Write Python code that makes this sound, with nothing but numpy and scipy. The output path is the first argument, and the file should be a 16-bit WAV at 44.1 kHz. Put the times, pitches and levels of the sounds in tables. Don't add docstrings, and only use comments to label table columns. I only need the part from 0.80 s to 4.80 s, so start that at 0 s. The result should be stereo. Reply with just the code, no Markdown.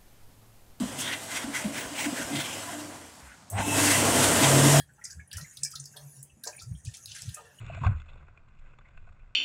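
import sys
import numpy as np
from scipy import signal
from scipy.fft import rfft, irfft
from scipy.io import wavfile
from scipy.ndimage import uniform_filter1d

SR = 44100
rng = np.random.default_rng(int(sys.argv[2]) if len(sys.argv) > 2 else 0)


def natural_amplitude(level_db):
    exponent = np.asarray(level_db, float) / 20
    return 10 ** exponent


def int16_out(signal):
    q = np.round(np.clip(np.atleast_2d(signal).T, -1, 1) * 32767)
    wavfile.write(sys.argv[1], SR, q.astype(np.int16))


N = 176400
T = np.arange(N) / SR

# frequency in Hz, spectrum level in dB per Hz.
FLOOR_SPECTRUM = [(30, -38), (138, 0), (420, -23.5), (740, -9), (2600, -23), (8300, -21.5), (16000, -50)]
# middle in seconds, lowest Hz, highest Hz, level in dB.
STEREO_FLECKS = [(.29, 8200, 9700, -49), (.29, 14500, 15700, -57), (.383, 5100, 6400, -59),
                 (.383, 8900, 10400, -58), (1.684, 6200, 8300, -48), (1.684, 8900, 10400, -52),
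                 (2.36, 11000, 12500, -75), (2.427, 4200, 7000, -66), (2.475, 8900, 13100, -72),
                 (3.309, 6900, 8400, -37), (3.309, 12300, 13800, -45)]
# frequency in Hz, width in Hz, level in dB.
RELAY_MODES = [(800, 300, -17), (4500, 810, -23), (6480, 480, -2), (8000, 540, 5), (9300, 1200, 5),
               (12200, 900, 2), (14500, 2100, -5)]
# start in seconds, level in dB, pitch in Hz, ring T60 in seconds.
BUMPS = [(0.0011, -26.5, 248.7, 0.15), (0.64, -28, 237, 0.047), (0.67, -32.5, 284, 0.13),
         (0.841, -26, 211, 0.098), (.875, -29, 277, 0.12), (1.115, -35, 280, 0.056),
         (1.256, -26.5, 293, 0.12), (1.325, -24.5, 254, 0.051), (1.394, -29, 270, 0.053),
         (1.501, -31, 285, 0.21), (1.53, -36.5, 144, 0.29), (0.129, -43.5, 137, 0.48),
         (2.42, -49.5, 64, 0.36), (1.92, -40.5, 298, 0.54), (.02, -47, 57, .2), (1.525, -38, 205, .08),
         (.18, -40, 255, .1), (.008, -31, 205, .13), (1.56, -36, 312, 0.12), (.635, -47, 55, .1),
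         (0.83, -48, 55, 0.16), (1.05, -48, 52, 0.1), (1.437, -49, 60, .08), (2.8654, -28, 285, 0.15),
         (3.05, -23.5, 270, 0.079), (3.28, -26.5, 269, .1), (3.61, -17, 285, 0.12), (3.831, -20, 285, 0.24)]
# start in seconds, length in seconds, level in dB, pitch in Hz.
WHISTLES = [(2.87, .15, -35, 2630), (2.76, .09, -36, 900), (3.0, .2, -37, 2700), (2.99, .11, -34, 295),
            (.96, .09, -50, 15550), (1.17, .09, -49, 15550), (1.57, .06, -54, 15550), (1.84, .15, -46, 700),
            (2.75, .09, -43, 2000), (2.77, .1, -45, 2620), (3.05, .13, -34, 1950), (2.91, .04, -36, 900),
            (1.5, .15, -45, 2050), (.5, .1, -45, 2050), (.27, .08, -44, 1900), (1.15, .06, -46, 2950),
            (.53, .07, -46, 5700), (.75, .07, -47, 5700), (1.38, .06, -52, 5800), (1.24, .08, -44, 680),
            (1.5, .07, -44, 700), (2.49, .07, -59, 1450), (1.85, .05, -46, 1000), (1.91, .08, -45, 620),
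            (.8, .13, -46, 600), (2.72, .08, -50, 8300), (2.78, .08, -44, 60), (3.9, .1, -34, 690)]
# frequency in Hz, spectrum level in dB per Hz.
PALM_SPECTRUM = [(530, -35), (900, 3.5), (1120, -10.5), (2040, -4), (3330, -5), (4400, -9.5), (8410, -6),
                 (14400, -22), (15900, -28)]
# middle in seconds, length in seconds, level in dB, gap whistle in Hz, hiss in dB.
SWEEPS = [(0.211, 0.077, -45, 3100, 6.5), (0.311, 0.085, -35, 1750, -4.5), (0.266, 0.086, -36, 3350, -3),
          (0.56, .14, -39, 1930, 1.2), (0.791, .13, -39.5, 1930, 0.7), (0.99, 0.12, -37.5, 1940, -1),
          (1.211, 0.11, -37, 2200, 1), (1.398, 0.087, -38, 1700, -0.5), (1.588, 0.12, -36, 3430, 0),
          (1.568, 0.026, -32, 3700, -0.5), (1.6, 0.057, -36, 1940, -3), (.765, 0.047, -36, 2030, -1),
          (.24, .05, -42.5, 3700, -3), (0.332, 0.05, -40, 3050, -4), (0.578, 0.091, -44, 3300, -5),
          (0.619, 0.044, -40, 1450, -4), (.83, .05, -42, 2400, -8), (1.04, 0.022, -37, 1500, -9),
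          (1.02, .03, -41, 2600, -7), (1.18, .06, -41.5, 2500, -4), (1.255, .025, -34.5, 1800, -5),
          (1.427, 0.017, -36.5, 1400, -2), (3.07, 0.23, -36.5, 8300, 1), (3.9, 0.16, -37, 6400, 2.5),
          (1.703, 0.19, -42, 2740, -0.5), (2.48, 0.17, -54, 1650, -26), (1.934, 0.2, -47, 1700, 1.7),
          (2.798, 0.05, -35, 1700, -16), (3.09, 0.21, -30, 1840, 0.5), (3.426, 0.15, -31, 1500, 3),
          (3.648, 0.084, -25, 830, -2.5)]
# frequency in Hz, width in Hz.
NOZZLE_MODES = [(1500, 300), (2050, 92), (3210, 110), (5840, 130)]
# frequency in Hz, width in Hz, level over the jet in dB.
DUCT_MODES = [(137, 27, -16.5), (246.6, 17, -14), (285, 38, -11), (656, 85, -12), (554.8, 22, -19.5),
              (997.4, 18, -19.5), (1066, 14, -24.5), (1389, 30, -22), (1594, 58, -19.5), (1876, 42, -20.5),
              (2042, 65, -18.5), (2990, 810, -14), (3305, 61, -24.5), (7900, 2800, -10.5)]
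# time in seconds, level in dB, treble tilt in dB.
RUNDOWN = [
    (0.0, -40, -1),
    (.43, -42.5, 3),
    (.68, -41.5, -2),
    (1.1, -40, 0.5),
    (1.47, -38.5, 1),
    (1.79, -39.5, 1.5),
    (2.13, -45.5, -0.5),
    (2.5, -58.5, 3.5),
    (2.7, -72, 1),
]
# time in seconds, level in dB, treble tilt in dB.
RESTART = [
    (2.74, -37.5, -4),
    (2.8, -27.5, -10.5),
    (2.84, -34, 0.5),
    (2.99, -24.5, 3),
    (3.15, -26.5, 5.5),
    (3.22, -24, -1.3),
    (3.6, -23, 0.5),
    (3.7, -21.5, .5),
    (4.0, -22, 0.3),
]
# frequency in Hz, spectrum level in dB per Hz.
WEAK_JET_SPECTRUM = [(18, -58), (30, -28), (90, -16), (280, -3.5), (394, -8.5), (632, -5), (3770, -19),
                     (8300, -15), (16000, -33)]
# time in seconds, level in dB.
HUM = [
    (2.7, -54),
    (2.746, -29),
    (2.86, -40.5),
    (2.95, -34.5),
    (4.0, -40),
]
# time in seconds, frequency in Hz, level in dB.
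ROTOR = [
    (3.3, 132, -47),
    (3.59, 134.3, -53),
    (3.635, 137.7, -28),
    (3.76, 137.6, -23),
    (4.0, 143.3, -19),
]
# frequency in Hz, spectrum level in dB per Hz.
FULL_JET_SPECTRUM = [(30, -55), (90, -3.5), (280, 0.8), (700, -1.5), (2000, -9.5), (4400, -13.5),
                     (8300, -8), (16000, -26.5)]
# frequency in Hz, width in octaves, depth in dB, full at seconds.
LATE_BANDS = [(350, .8, -14, 2.87), (4600, .1, -11, 2.955), (6200, .3, -12, 2.79), (12500, .4, -9, 2.81),
              (1500, .5, -5, 2.95)]

RELAY_S = 2.7


def evened(x):
    return x / np.sqrt(np.mean(x ** 2) + 1e-20)


def read(points, hz):
    f, value = np.transpose(points)
    return np.interp(np.log(hz + 1), np.log(f + 1), value)


def resonate(x, hz, width):
    turn = np.exp(2j * np.pi * hz * np.arange(len(x)) / SR)
    r = np.exp(-np.pi * width / SR)
    return 2 * (turn * signal.lfilter([1 - r], [1, -r], x * turn.conj())).real


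def resonate_twice(x, hz, width):
    return resonate(resonate(x, hz, width), hz, width)


def air(spectrum, field, patch_db):
    frames = N // 128 + 5
    hz = np.fft.rfftfreq(512, 1 / SR)[:, None]
    a, b, patches = rng.standard_normal((frames, 257, 3)).T
    patches = uniform_filter1d(patches, size=6, axis=0)
    patches = evened(uniform_filter1d(patches, size=24, axis=1))
    flicker_db = 0.9 * evened(uniform_filter1d(rng.standard_normal(frames), size=8))
    z = (a + 1j * b) * natural_amplitude(read(spectrum, hz)) * natural_amplitude(patch_db * patches + flicker_db)
    scale = np.std(signal.istft(z, nperseg=512, noverlap=384)[1])
    shaped = z * field(hz, np.arange(frames) * 128 / SR)
    return signal.istft(shaped, nperseg=512, noverlap=384)[1][:N] / scale


def flow(table, hz, t):
    s, db, tilt_db = np.transpose(table)
    tilt = np.clip(np.log2((hz + 1) / 1500) / 3, -1, 1)
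    return natural_amplitude(np.interp(t, s, db) + np.interp(t, s, tilt_db) * tilt)


def still_air():
    return natural_amplitude(-56) * air(FLOOR_SPECTRUM, lambda hz, t: 1, patch_db=0.8)


def stereo_flecks():
    hz = np.fft.rfftfreq(N, 1 / SR)
    out = np.zeros(N)
    noise = rfft(rng.standard_normal(N))
    for s, low_hz, high_hz, db in STEREO_FLECKS:
        band = evened(irfft(noise * (hz > low_hz) * (hz < high_hz), N))
        out += natural_amplitude(db) * band * np.cos(np.pi * np.clip((T - s) / .038, -.5, .5))
    return np.array([out, -out])


def room(x):
    room_db, t60 = -12, 0.48
    t = np.arange(SR // 2) / SR
    tail = rng.standard_normal(len(t)) * natural_amplitude(-60 * t / t60) * (t > .008)
    return x + natural_amplitude(room_db) * signal.fftconvolve(x, tail / np.linalg.norm(tail))[:N]


def relay():
    level_db, t60, rebound_s = -36.5, 0.11, 0.013
    noise = rng.standard_normal(N)
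    colour = evened(sum(natural_amplitude(db) * evened(resonate_twice(noise, hz, w)) for hz, w, db in RELAY_MODES))
    decay = np.zeros(N)
    for s, db in [(RELAY_S, level_db), (RELAY_S + rebound_s, level_db - 14)]:
        decay += (T > s) * natural_amplitude(db - 60 * abs(T - s) / t60)
    return colour * decay


def bumps():
    rise_s, hold = 0.0081, .18
    shudder = 1 + .25 * evened(resonate_twice(rng.standard_normal(N), 0, 60))
    out = np.zeros(N)
    for s, db, hz, t60 in BUMPS:
        part = out[round(s * SR):][:SR // 2]
        t = T[:len(part)]
        ring = np.sin(2 * np.pi * hz * t)
        ring += 0.31 * np.sin(2 * np.pi * hz * 1.1 * t)
        ring += 0.39 * np.sin(2 * np.pi * hz * .8 * t)
        decay = natural_amplitude(db - 60 * np.maximum(t / t60 - hold, 0)) * (1 - 2 * t) ** .5
        part += np.minimum(t / rise_s, 1) * decay * ring
    return out * shudder


def gap_whistles():
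    out = np.zeros(N)
    t = np.arange(SR // 4) / SR
    for s, length, db, hz in WHISTLES:
        width = 1.9 * np.sqrt(hz)
        tone = evened(resonate_twice(rng.standard_normal(len(t)), hz, width))
        swell = np.exp(-abs(2 * t / length - 1) ** 3) * np.minimum(t / 0.0032, 1)
        part = out[round(s * SR):][:len(t)]
        part += (natural_amplitude(db) * swell * tone)[:len(part)]
    return out


def spool():
    from_hz, hz_per_s, length_s, level_db = 520, 4800, .09, -40
    t = np.maximum(T - RELAY_S, 0)
    fuzz = evened(resonate(rng.standard_normal(N), 0, 150))
    glide = np.sin(2 * np.pi * (from_hz * t + hz_per_s * t ** 2 / 2))
    swell = np.sin(np.pi * np.minimum(t / length_s, 1))
    return natural_amplitude(level_db) * (1 + .5 * fuzz) * glide * swell


def hand():
    whistle_db, whistle_width, flutter_db = 8, 0.26, 2

    def field(hz, t):
        power = 0
        for mid, length, db, gap_hz, hiss_db in SWEEPS:
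            arch = np.exp(-abs(2 * (t - mid) / length) ** 3)
            peak = natural_amplitude(whistle_db) * np.exp(-(np.log((hz + 1) / gap_hz) / whistle_width) ** 2)
            hiss = natural_amplitude(hiss_db * np.clip(np.log2((hz + 1) / 2500), 0, 1.5))
            hiss = hiss * np.clip((hz - 500) / 700, 0, 1)
            power = power + (natural_amplitude(db) * arch) ** 2 * (hiss ** 2 + peak ** 2)
        return np.sqrt(power)

    flutter = evened(resonate_twice(rng.standard_normal(N), 0, 37))
    hiss = air(PALM_SPECTRUM, field, patch_db=1.5) * natural_amplitude(flutter_db * flutter)
    return hiss + sum(0.77 * resonate_twice(hiss, hz, w) for hz, w in NOZZLE_MODES)


def duct():
    before = flow(RUNDOWN, 1200, T) * (T < RELAY_S)
    after = flow(RESTART, 1400, T) * np.clip((T - RELAY_S - .08) / 0.067, 0, 1)
    noise = rng.standard_normal(N)
    ringing = sum(natural_amplitude(db) * evened(resonate_twice(noise, hz, w)) for hz, w, db in DUCT_MODES)
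    return (before + after) * ringing


def weak_jet():
    def field(hz, t):
        return flow(RUNDOWN, hz, t) * np.clip((2.8 - t) / 0.12, 0, 1)
    return air(WEAK_JET_SPECTRUM, field, patch_db=2.03)


def motor():
    hum_hz, idle_db, coast_s, coast_hz_per_s, second_db = 100.5, -56.5, 2.08, 95, -13.5
    wobble = evened(resonate(rng.standard_normal(N), 0, 14))
    idle = natural_amplitude(idle_db + 2.2 * wobble) * np.clip((2.45 - T) / .4, 0, 1)
    driven = natural_amplitude(np.interp(T, *np.transpose(HUM))) * np.clip((T - RELAY_S) / .02, 0, 1)
    pitch = hum_hz - coast_hz_per_s * np.maximum(T - coast_s, 0) * (T < 2.6)
    hum = (idle + driven) * np.sin(2 * np.pi * np.cumsum(pitch) / SR)
    s, hz, db = np.transpose(ROTOR)
    phase = 2 * np.pi * np.cumsum(np.interp(T, s, hz)) / SR
    level = natural_amplitude(np.interp(T, s, db) + .7 * wobble) * np.clip((T - s[0]) / .1, 0, 1)
    rotor = level * (np.sin(phase) + natural_amplitude(second_db) * np.cos(2 * phase))
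    return np.sqrt(2) * (hum + rotor)


def full_jet():
    start_hz, hz_per_s, slope_db, fill_s = 700, 42000, -14, .02

    def field(hz, t):
        corner_hz = start_hz + hz_per_s * np.maximum(t - RELAY_S - .02, 0)
        shut_db = slope_db * np.clip(np.log2((hz + 1) / corner_hz), 0, 1) * (hz < 5400)
        for late_hz, octaves, db, full_s in LATE_BANDS:
            band = np.exp(-(np.log2((hz + 1) / late_hz) / octaves) ** 4)
            shut_db = shut_db + db * band * np.clip((full_s - t) / fill_s, 0, 1)
        onset = np.clip((t - RELAY_S - .008) / 0.024, 0, 1)
        return flow(RESTART, hz, t) * natural_amplitude(shut_db) * onset

    return air(FULL_JET_SPECTRUM, field, patch_db=1.0)


def scene():
    near = room(hand() + gap_whistles() + spool() + bumps() + relay())
    mix = still_air() + near + duct() + weak_jet() + motor() + full_jet()
    return np.array([mix, mix])


def band_limit(x):
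    return signal.sosfilt(signal.butter(12, 16320, fs=SR, output="sos"), x)


def record(dry):
    low_cut = signal.butter(3, 48, "high", fs=SR, output="sos")
    heard = signal.sosfilt(low_cut, dry)
    heard = signal.oaconvolve(heard, signal.firwin(511, 15820, fs=SR)[None], "same")
    return band_limit(heard + stereo_flecks())


dry = scene()
out = record(dry)
int16_out(out)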